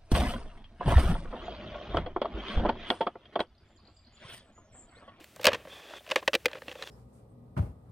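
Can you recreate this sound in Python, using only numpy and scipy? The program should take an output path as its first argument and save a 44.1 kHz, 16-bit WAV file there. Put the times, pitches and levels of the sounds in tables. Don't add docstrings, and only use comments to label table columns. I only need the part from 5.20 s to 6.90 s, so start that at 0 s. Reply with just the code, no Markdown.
import sys
import numpy as np
from scipy import signal
from scipy.fft import rfft, irfft
from scipy.io import wavfile
from scipy.ndimage import uniform_filter1d

SR = 44100
rng = np.random.default_rng(int(sys.argv[2]) if len(sys.argv) > 2 else 0)


def magnitude_from_level(level_db):
    exponent = np.asarray(level_db, float) / 20
    return 10 ** exponent


def put_to_file(sound):
    columns = np.atleast_2d(sound).T
    safe = np.clip(columns, -1, 1)
    whole_steps = np.round(safe * 32767)
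    wavfile.write(sys.argv[1], SR, whole_steps.astype(np.int16))


N = 74970


def level(x, db):
    return x * magnitude_from_level(db) / np.sqrt(np.mean(x ** 2))


def colour(x, points):
    p = np.array(points, float)
    hz = np.maximum(np.arange(len(x) // 2 + 1) * SR / len(x), 1)
    gain_db = np.interp(np.log(hz), np.log(p[:, 0]), p[:, 1])
    return irfft(rfft(x) * magnitude_from_level(gain_db), len(x))


def band(x, hz, width_hz):
    return signal.lfilter(*signal.iirpeak(hz, hz / width_hz, fs=SR), x)


def walk(rate_hz):
    k = int(SR / rate_hz)
    w = uniform_filter1d(uniform_filter1d(rng.standard_normal(N), k), k)
    return (w - w.mean()) / w.std()


def woods():
    # hz, db_per_hz
    air_spectrum = [(20, -37), (45, -8), (100, -1), (190, -4.5), (600, -9), (1000, -15), (2500, -13),
                    (5000, -20.5), (16000, -25)]
    # time_s, gain_db
    low_air = [
        (0.0, -7.7),
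        (0.3, 8.5),
        (0.5, 4),
        (0.6, -6.5),
        (0.93, -8),
        (1.02, -1.5),
        (1.4, 3.5),
        (1.7, -3.5),
    ]
    # time_s, level_db
    rumble = [(0.0, -69.5), (0.08, -71), (0.24, -84), (0.268, -65), (0.298, -64), (0.416, -68),
              (0.562, -67), (0.634, -73.5), (1.288, -64), (1.348, -83), (1.534, -61.5), (1.7, -72)]
    # hz, db_per_hz
    hiss_spectrum = [(25, -2), (100, 1), (400, -10.5), (2500, -13), (4000, -9), (9000, -4.5), (16000, -0.5)]
    air_db, drift_db, low_hz = -59, 0.8, 400
    rumble_hz, wander_ratio = 64.6, 0.055
    hiss_db = -69.5

    t = np.arange(N) / SR
    air = colour(rng.standard_normal(N), air_spectrum) * magnitude_from_level(drift_db * walk(13.0))
    air = level(air, air_db)
    low = signal.sosfilt(signal.butter(1, low_hz, fs=SR, output="sos"), air)
    air = air + low * (magnitude_from_level(np.interp(t, *np.array(low_air).T)) - 1)

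    phase = 2 * np.pi * np.cumsum(rumble_hz * (1 + wander_ratio * walk(12))) / SR
    far = np.sqrt(2) * np.sin(phase) * magnitude_from_level(np.interp(t, *np.array(rumble).T))
    hiss = level(colour(rng.standard_normal(N), hiss_spectrum), hiss_db)
    return air + far + hiss * np.array([[1], [-1]])


def slide(start_s, end_s, start_db, end_db):
    edge_s = 0.0039
    t = np.arange(N) / SR
    slope = magnitude_from_level(np.interp(t, [start_s, end_s], [start_db, end_db]))
    return slope * np.clip(np.minimum(t - start_s, end_s - t) / edge_s + 0.5, 0, 1)


def scrape():
    # start_s, end_s, start_db, end_db, bright_db
    slides = [(0.0, 0.047, -58, -61, 0), (0.107, 0.208, -72, -66, 1), (0.208, 0.295, -54, -49, 4.5),
              (0.281, 0.307, -23.5, -37.5, -16), (0.302, 0.325, -37.5, -34, -13),
              (0.333, 0.358, -34.5, -40, -12), (0.354, 0.372, -50, -54.5, -2),
              (0.372, 0.484, -51, -63.5, -11), (0.481, 0.601, -53.5, -49, -0.5),
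              (0.599, 0.702, -51, -50, -2.5), (0.699, 0.787, -47, -48.5, -1), (0.839, 0.951, -61, -52.5, 0),
              (0.959, 1.008, -34, -50.5, -3), (1.02, 1.04, -51, -53, -15), (1.178, 1.214, -62, -65, -1),
              (1.292, 1.346, -49, -57, -18), (1.347, 1.39, -46, -48, -5), (1.464, 1.53, -58.5, -45, -0.5),
              (1.528, 1.642, -63, -42.5, 2), (1.645, 1.729, -56.5, -46, 7)]
    # start_s, end_s, start_db, end_db
    singing = [
        (0.5, 0.625, -53, -61.5),
        (0.64, 0.696, -63, -65),
        (0.705, 0.802, -62, -58),
        (1.575, 1.72, -60, -62),
    ]
    # hz, width_hz, level_db
    rubbed = [(548, 250, 0.5), (1109, 35, 0.5), (1610, 180, -11.5), (1760, 250, -5), (2480, 100, -1.5),
              (2650, 250, -13.5), (3060, 250, -17)]
    # hz, level_db
    rub_broad = [(150, -30), (330, 1), (480, -1.5), (2000, -8), (3650, -3), (3950, -7.5), (8000, -19.5),
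                 (12000, -58)]
    # hz, width_hz, level_db
    edge_modes = [(3250, 200, -4), (3440, 170, 0)]
    grit_per_s, grit_spread_db = 6000, 1.5
    uneven_fast_db, uneven_slow_db, broad_db = 1.2, 1.0, 15.0
    bright_hz = 3460

    hits = rng.random(N) < grit_per_s / SR
    grit = hits * rng.standard_normal(N) * magnitude_from_level(grit_spread_db * rng.exponential(size=N))
    drive = level(grit, 0) + rng.standard_normal(N)
    uneven = magnitude_from_level(uneven_fast_db * walk(62) + uneven_slow_db * walk(18))

    resonant = sum(magnitude_from_level(db) * level(band(drive, hz, w), 0) * np.sqrt(w / 200) for hz, w, db in rubbed)
    broad = colour(drive, rub_broad) * magnitude_from_level(broad_db)
    unit = level((resonant + broad) * uneven, 0)
    top = colour(unit, [(bright_hz / 2, -24), (bright_hz, -6), (bright_hz * 2, 0)])
    rub = sum(slide(*stroke) * (unit + (magnitude_from_level(bright_db) - 1) * top) for *stroke, bright_db in slides)

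    edge = sum(magnitude_from_level(db) * band(band(drive, hz, w), hz, 2 * w) for hz, w, db in edge_modes)
    edge = level(uneven * edge, 0)
    return rub + edge * sum(slide(*stroke) for stroke in singing)


def thuds():
    # start_s, peak_db, pitch_hz, t60_s
    bumps = [(0.008, -44, 320, 0.06), (.1955, -30, 870, 0.012), (0.272, -22, 1150, 0.02),
             (0.278, -38, 90, 0.15), (0.325, -40, 110, 0.1), (0.33, -41, 172, 0.1), (0.335, -39, 340, 0.07),
             (0.4715, -38, 660, 0.022), (0.9592, -17, 2400, 0.012), (0.9617, -14, 2150, 0.012),
             (0.961, -26, 1120, 0.02), (1.0268, -33, 1060, 0.015), (1.0775, -18, 2050, 0.012),
             (1.0795, -23, 1085, 0.02), (1.152, -32, 360, 0.04), (1.2572, -14, 2050, 0.02),
             (1.2825, -36, 1750, 0.014), (1.3325, -32, 1750, 0.014), (1.4205, -36, 1800, 0.014),
             (1.483, -41, 330, 0.05), (1.4825, -31, 1900, 0.014), (1.6247, -30, 1780, 0.015),
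             (1.6247, -26, 4000, 0.011), (1.673, -38, 3300, 0.01)]
    rise_cycles = 0.29
    t, out = np.arange(N) / SR, np.zeros(N)
    for start_s, db, hz, t60_s in bumps:
        age = np.maximum(t - start_s, 0)
        swell = 1 - np.exp(-age * hz / rise_cycles)
        out += magnitude_from_level(db - 60 * age / t60_s) * swell * np.sin(2 * np.pi * hz * age)
    return out


def tilt(hz, bright_db):
    pivot_hz, span_octaves = 2270, 1.05
    return bright_db * np.clip(np.log2(hz / pivot_hz) / span_octaves, -1, 1.3)


def ring(modes, t, chance):
    detune_ratio, scatter_db = 0.038, 3
    m = np.array(modes, float)
    hz = m[:, 0] * (1 + detune_ratio * chance[:, 0])
    db = m[:, 1] + scatter_db * chance[:, 1]
    tones = np.sin(2 * np.pi * hz[:, None] * t) * magnitude_from_level(-60 * t / m[:, 2:])
    return np.sum(magnitude_from_level(db)[:, None] * tones, axis=0)


def release(events, late_s, burst_s, hollow_late_s, pitch):
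    # hz, level_db, t60_s
    wall_modes = [(950, 1.5, 0.0039), (1275, -1.5, 0.011), (1815, -11, 0.014), (1958, 7.5, 0.015),
                  (2450, 10, 0.0077), (2540, 3.5, 0.035), (3044, -1.5, 0.012), (3070, -0.5, 0.0098),
                  (4550, -16, 0.009), (4140, -1.5, 0.0095), (4600, -15, 0.0016), (5210, -1.5, 0.013),
                  (6100, -27, 0.01), (7340, -39, 0.014)]
    # hz, level_db, t60_s
    hollow_modes = [(343.4, -17, 0.057), (531.9, 1.5, 0.037), (581.4, -5.5, 0.047), (683, -4, 0.017),
                    (824, -8.5, 0.021)]
    # hz, level_db, t60_s
    rustle_bands = [(1148, -14.5, 0.02), (1695, -5, 0.032), (2685, 4.5, 0.017), (3710, -7, 0.021),
                    (5720, -25.5, 0.013), (7630, -10, 0.0088), (10200, -23.5, 0.0056), (13020, -11, 0.0095)]
    # time_s, wall_pitch_ratio, hollow_pitch_ratio
    grip_points = [(0.2, 0.84, 1.05), (0.25, 0.96, 1.15), (0.285, 0.988, 1.097), (0.34, 0.96, 0.96),
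                   (0.915, 1.05, 1.1), (0.96, 0.92, 1.043), (1.08, 1.024, 1.05), (1.15, 0.963, 1.008),
                   (1.26, 0.94, 1.01), (1.48, 1.09, 0.88), (1.62, 0.92, 0.94)]
    n, burst_count = 4096, 9
    snap_db, rustle_db, hollow_gain_db = -0.5, 1.0, -9
    hollow_rise_s, rustle_rise_cycles, hold_hz = 0.0022, 1, 2670

    out, t = np.zeros(N + n), np.arange(n) / SR
    late = np.maximum(t - hollow_late_s, 0)
    r, w = np.array(rustle_bands), np.array(wall_modes, float)
    grip = np.array(grip_points).T
    noise = rng.standard_normal(N + n)
    bands = np.array([level(band(band(noise, hz, hz / 2), hz, hz / 2), db) for hz, db, _ in rustle_bands])
    hold_s = burst_s * np.minimum(hold_hz / r[:, :1], 1)
    fade = magnitude_from_level(-60 * np.maximum(t - hold_s, 0) / r[:, 2:])
    fade = fade * (1 - np.exp(-t * r[:, :1] / rustle_rise_cycles))

    for start_s, db, hollow_db, bright_db in events:
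        chance = rng.standard_normal((len(w) + len(hollow_modes), 2))
        wall_pitch, hollow_pitch = (np.interp(start_s, grip[0], ratio) for ratio in grip[1:])
        i = int((start_s + late_s) * SR)

        when, size, sign = rng.random((3, burst_count))
        at = (burst_s * SR * when * (np.arange(burst_count) > 0)).astype(int)
        burst = np.bincount(at, (0.8 + size + (at == 0)) * np.sign(sign - 0.5))

        modes = w * [wall_pitch, 1, 1] + np.outer(tilt(w[:, 0], bright_db), [0, 1, 0])
        wall = signal.fftconvolve(ring(modes, t, chance[:len(w)]), burst)[:n]
        rustle = magnitude_from_level(tilt(r[:, 0], bright_db)) @ (fade * bands[:, i:i + n])
        wall = wall / np.linalg.norm(wall) + magnitude_from_level(rustle_db) * rustle / np.linalg.norm(rustle)
        wall = wall * 4.67 / np.linalg.norm(wall)

        hollow = ring(hollow_modes, late * pitch * hollow_pitch, chance[len(w):] / 2)
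        hollow = hollow * (1 - np.exp(-late / hollow_rise_s))
        out[i:i + n] += magnitude_from_level(db + snap_db) * (wall + magnitude_from_level(hollow_gain_db + hollow_db) * hollow)
    return signal.sosfilt(signal.butter(2, 180, "high", fs=SR, output="sos"), out[:N])


def ticks():
    # start_s, peak_db, hollow_db, bright_db
    catches = [(0.013, -50, -4, 3), (0.042, -38, -5.5, 18.5), (0.161, -38, 4, 35), (0.165, -42, -1, -23),
               (0.397, -53.5, 18.5, 0), (0.45, -39, 10, -28), (0.471, -38, 12, -24),
               (0.705, -43.5, 14, -22), (0.735, -31, 3, -34), (0.805, -50, 15, -6), (0.864, -37, 0.5, -15),
               (0.875, -40.5, 9, 3), (1.282, -31.5, -23, -15), (1.313, -34.5, -3, -13),
               (1.331, -30, 6.5, -5.5), (1.353, -32, 6, -24), (1.37, -41.5, 12.5, -24),
               (1.383, -47, 12, -11), (1.419, -34.5, 6.5, -13), (1.432, -48, 7, -1), (1.455, -52, 13, -4),
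               (1.481, -26, -0.5, -8.5), (1.493, -33.5, 2, 3), (1.514, -31, 3, -2), (1.524, -46, 9, -25),
               (1.553, -36, 11.5, -10), (1.589, -45.5, 14.5, -11), (1.612, -47, 19, 3),
               (1.623, -28.5, -4.5, -18), (1.673, -34, -20, 7)]
    light = release(catches, late_s=0.0008, burst_s=0.001187, hollow_late_s=0.0019, pitch=1.065)
    return colour(light, [(3700, 1.03), (4600, -1.8)])


def snaps():
    # start_s, peak_db, hollow_db, bright_db
    snags = [(0.195, -35.5, 15, -17), (0.213, -34, 5, 14), (0.231, -29, -9, 12), (0.243, -13, 5, 10.5),
             (0.253, -6, 1, 8.5), (0.268, -2.5, 4, 4), (0.272, -8, -18, -27.5), (0.28, -14, 12, -8),
             (0.287, -24, 0.5, 0), (0.317, -21, -5, -26), (0.331, -16, 0, -0.5), (0.344, -20.5, -4, -10),
             (0.348, -26.5, -1.5, -22), (0.89, -33, 0, -2), (0.9, -27.5, 2, -3), (0.911, -18.5, -23, 0),
             (0.915, -14, 3.5, -12.5), (0.958, -8.5, 1.5, -13.5), (1.026, -33, 6, -24),
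             (1.077, -8, 1.5, -8), (1.132, -15, -6, -5), (1.139, -13.5, 4, -2), (1.147, -31.5, -4, -12),
             (1.15, -8.5, 2, 4.5), (1.246, -41, 15, 9), (1.256, -9, 3, 6)]
    return release(snags, late_s=0.0007, burst_s=0.0036, hollow_late_s=0.003286, pitch=0.94)


def cracks():
    # start_s, peak_db
    breaks = [(0.2128, -33), (0.2443, -14), (0.2545, -11), (0.2688, -2), (0.331, -47), (0.9143, -33),
              (0.9597, -14), (1.0778, -16), (1.1333, -34), (1.151, -19.5), (1.2571, -24), (1.6247, -34)]
    crack_hz, t60_s = 5270, 0.001
    t, pulls = np.arange(256) / SR, np.zeros(N)
    start_s, db = np.array(breaks).T
    pulls[(start_s * SR).astype(int)] = -magnitude_from_level(db)
    pulse = np.cos(2 * np.pi * crack_hz * t) * magnitude_from_level(-60 * t / t60_s)
    return signal.fftconvolve(pulls, pulse)[:N]


def scene():
    return woods() + scrape() + thuds() + ticks() + snaps() + cracks()


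def band_limit(x):
    return signal.sosfilt(signal.butter(12, 17480, fs=SR, output="sos"), x)


def record(dry):
    top_hz = 16140
    mix = signal.sosfilt(signal.ellip(8, 0.3, 36, top_hz, fs=SR, output="sos"), dry)
    return band_limit(mix)


dry = scene()
out = record(dry)
put_to_file(out)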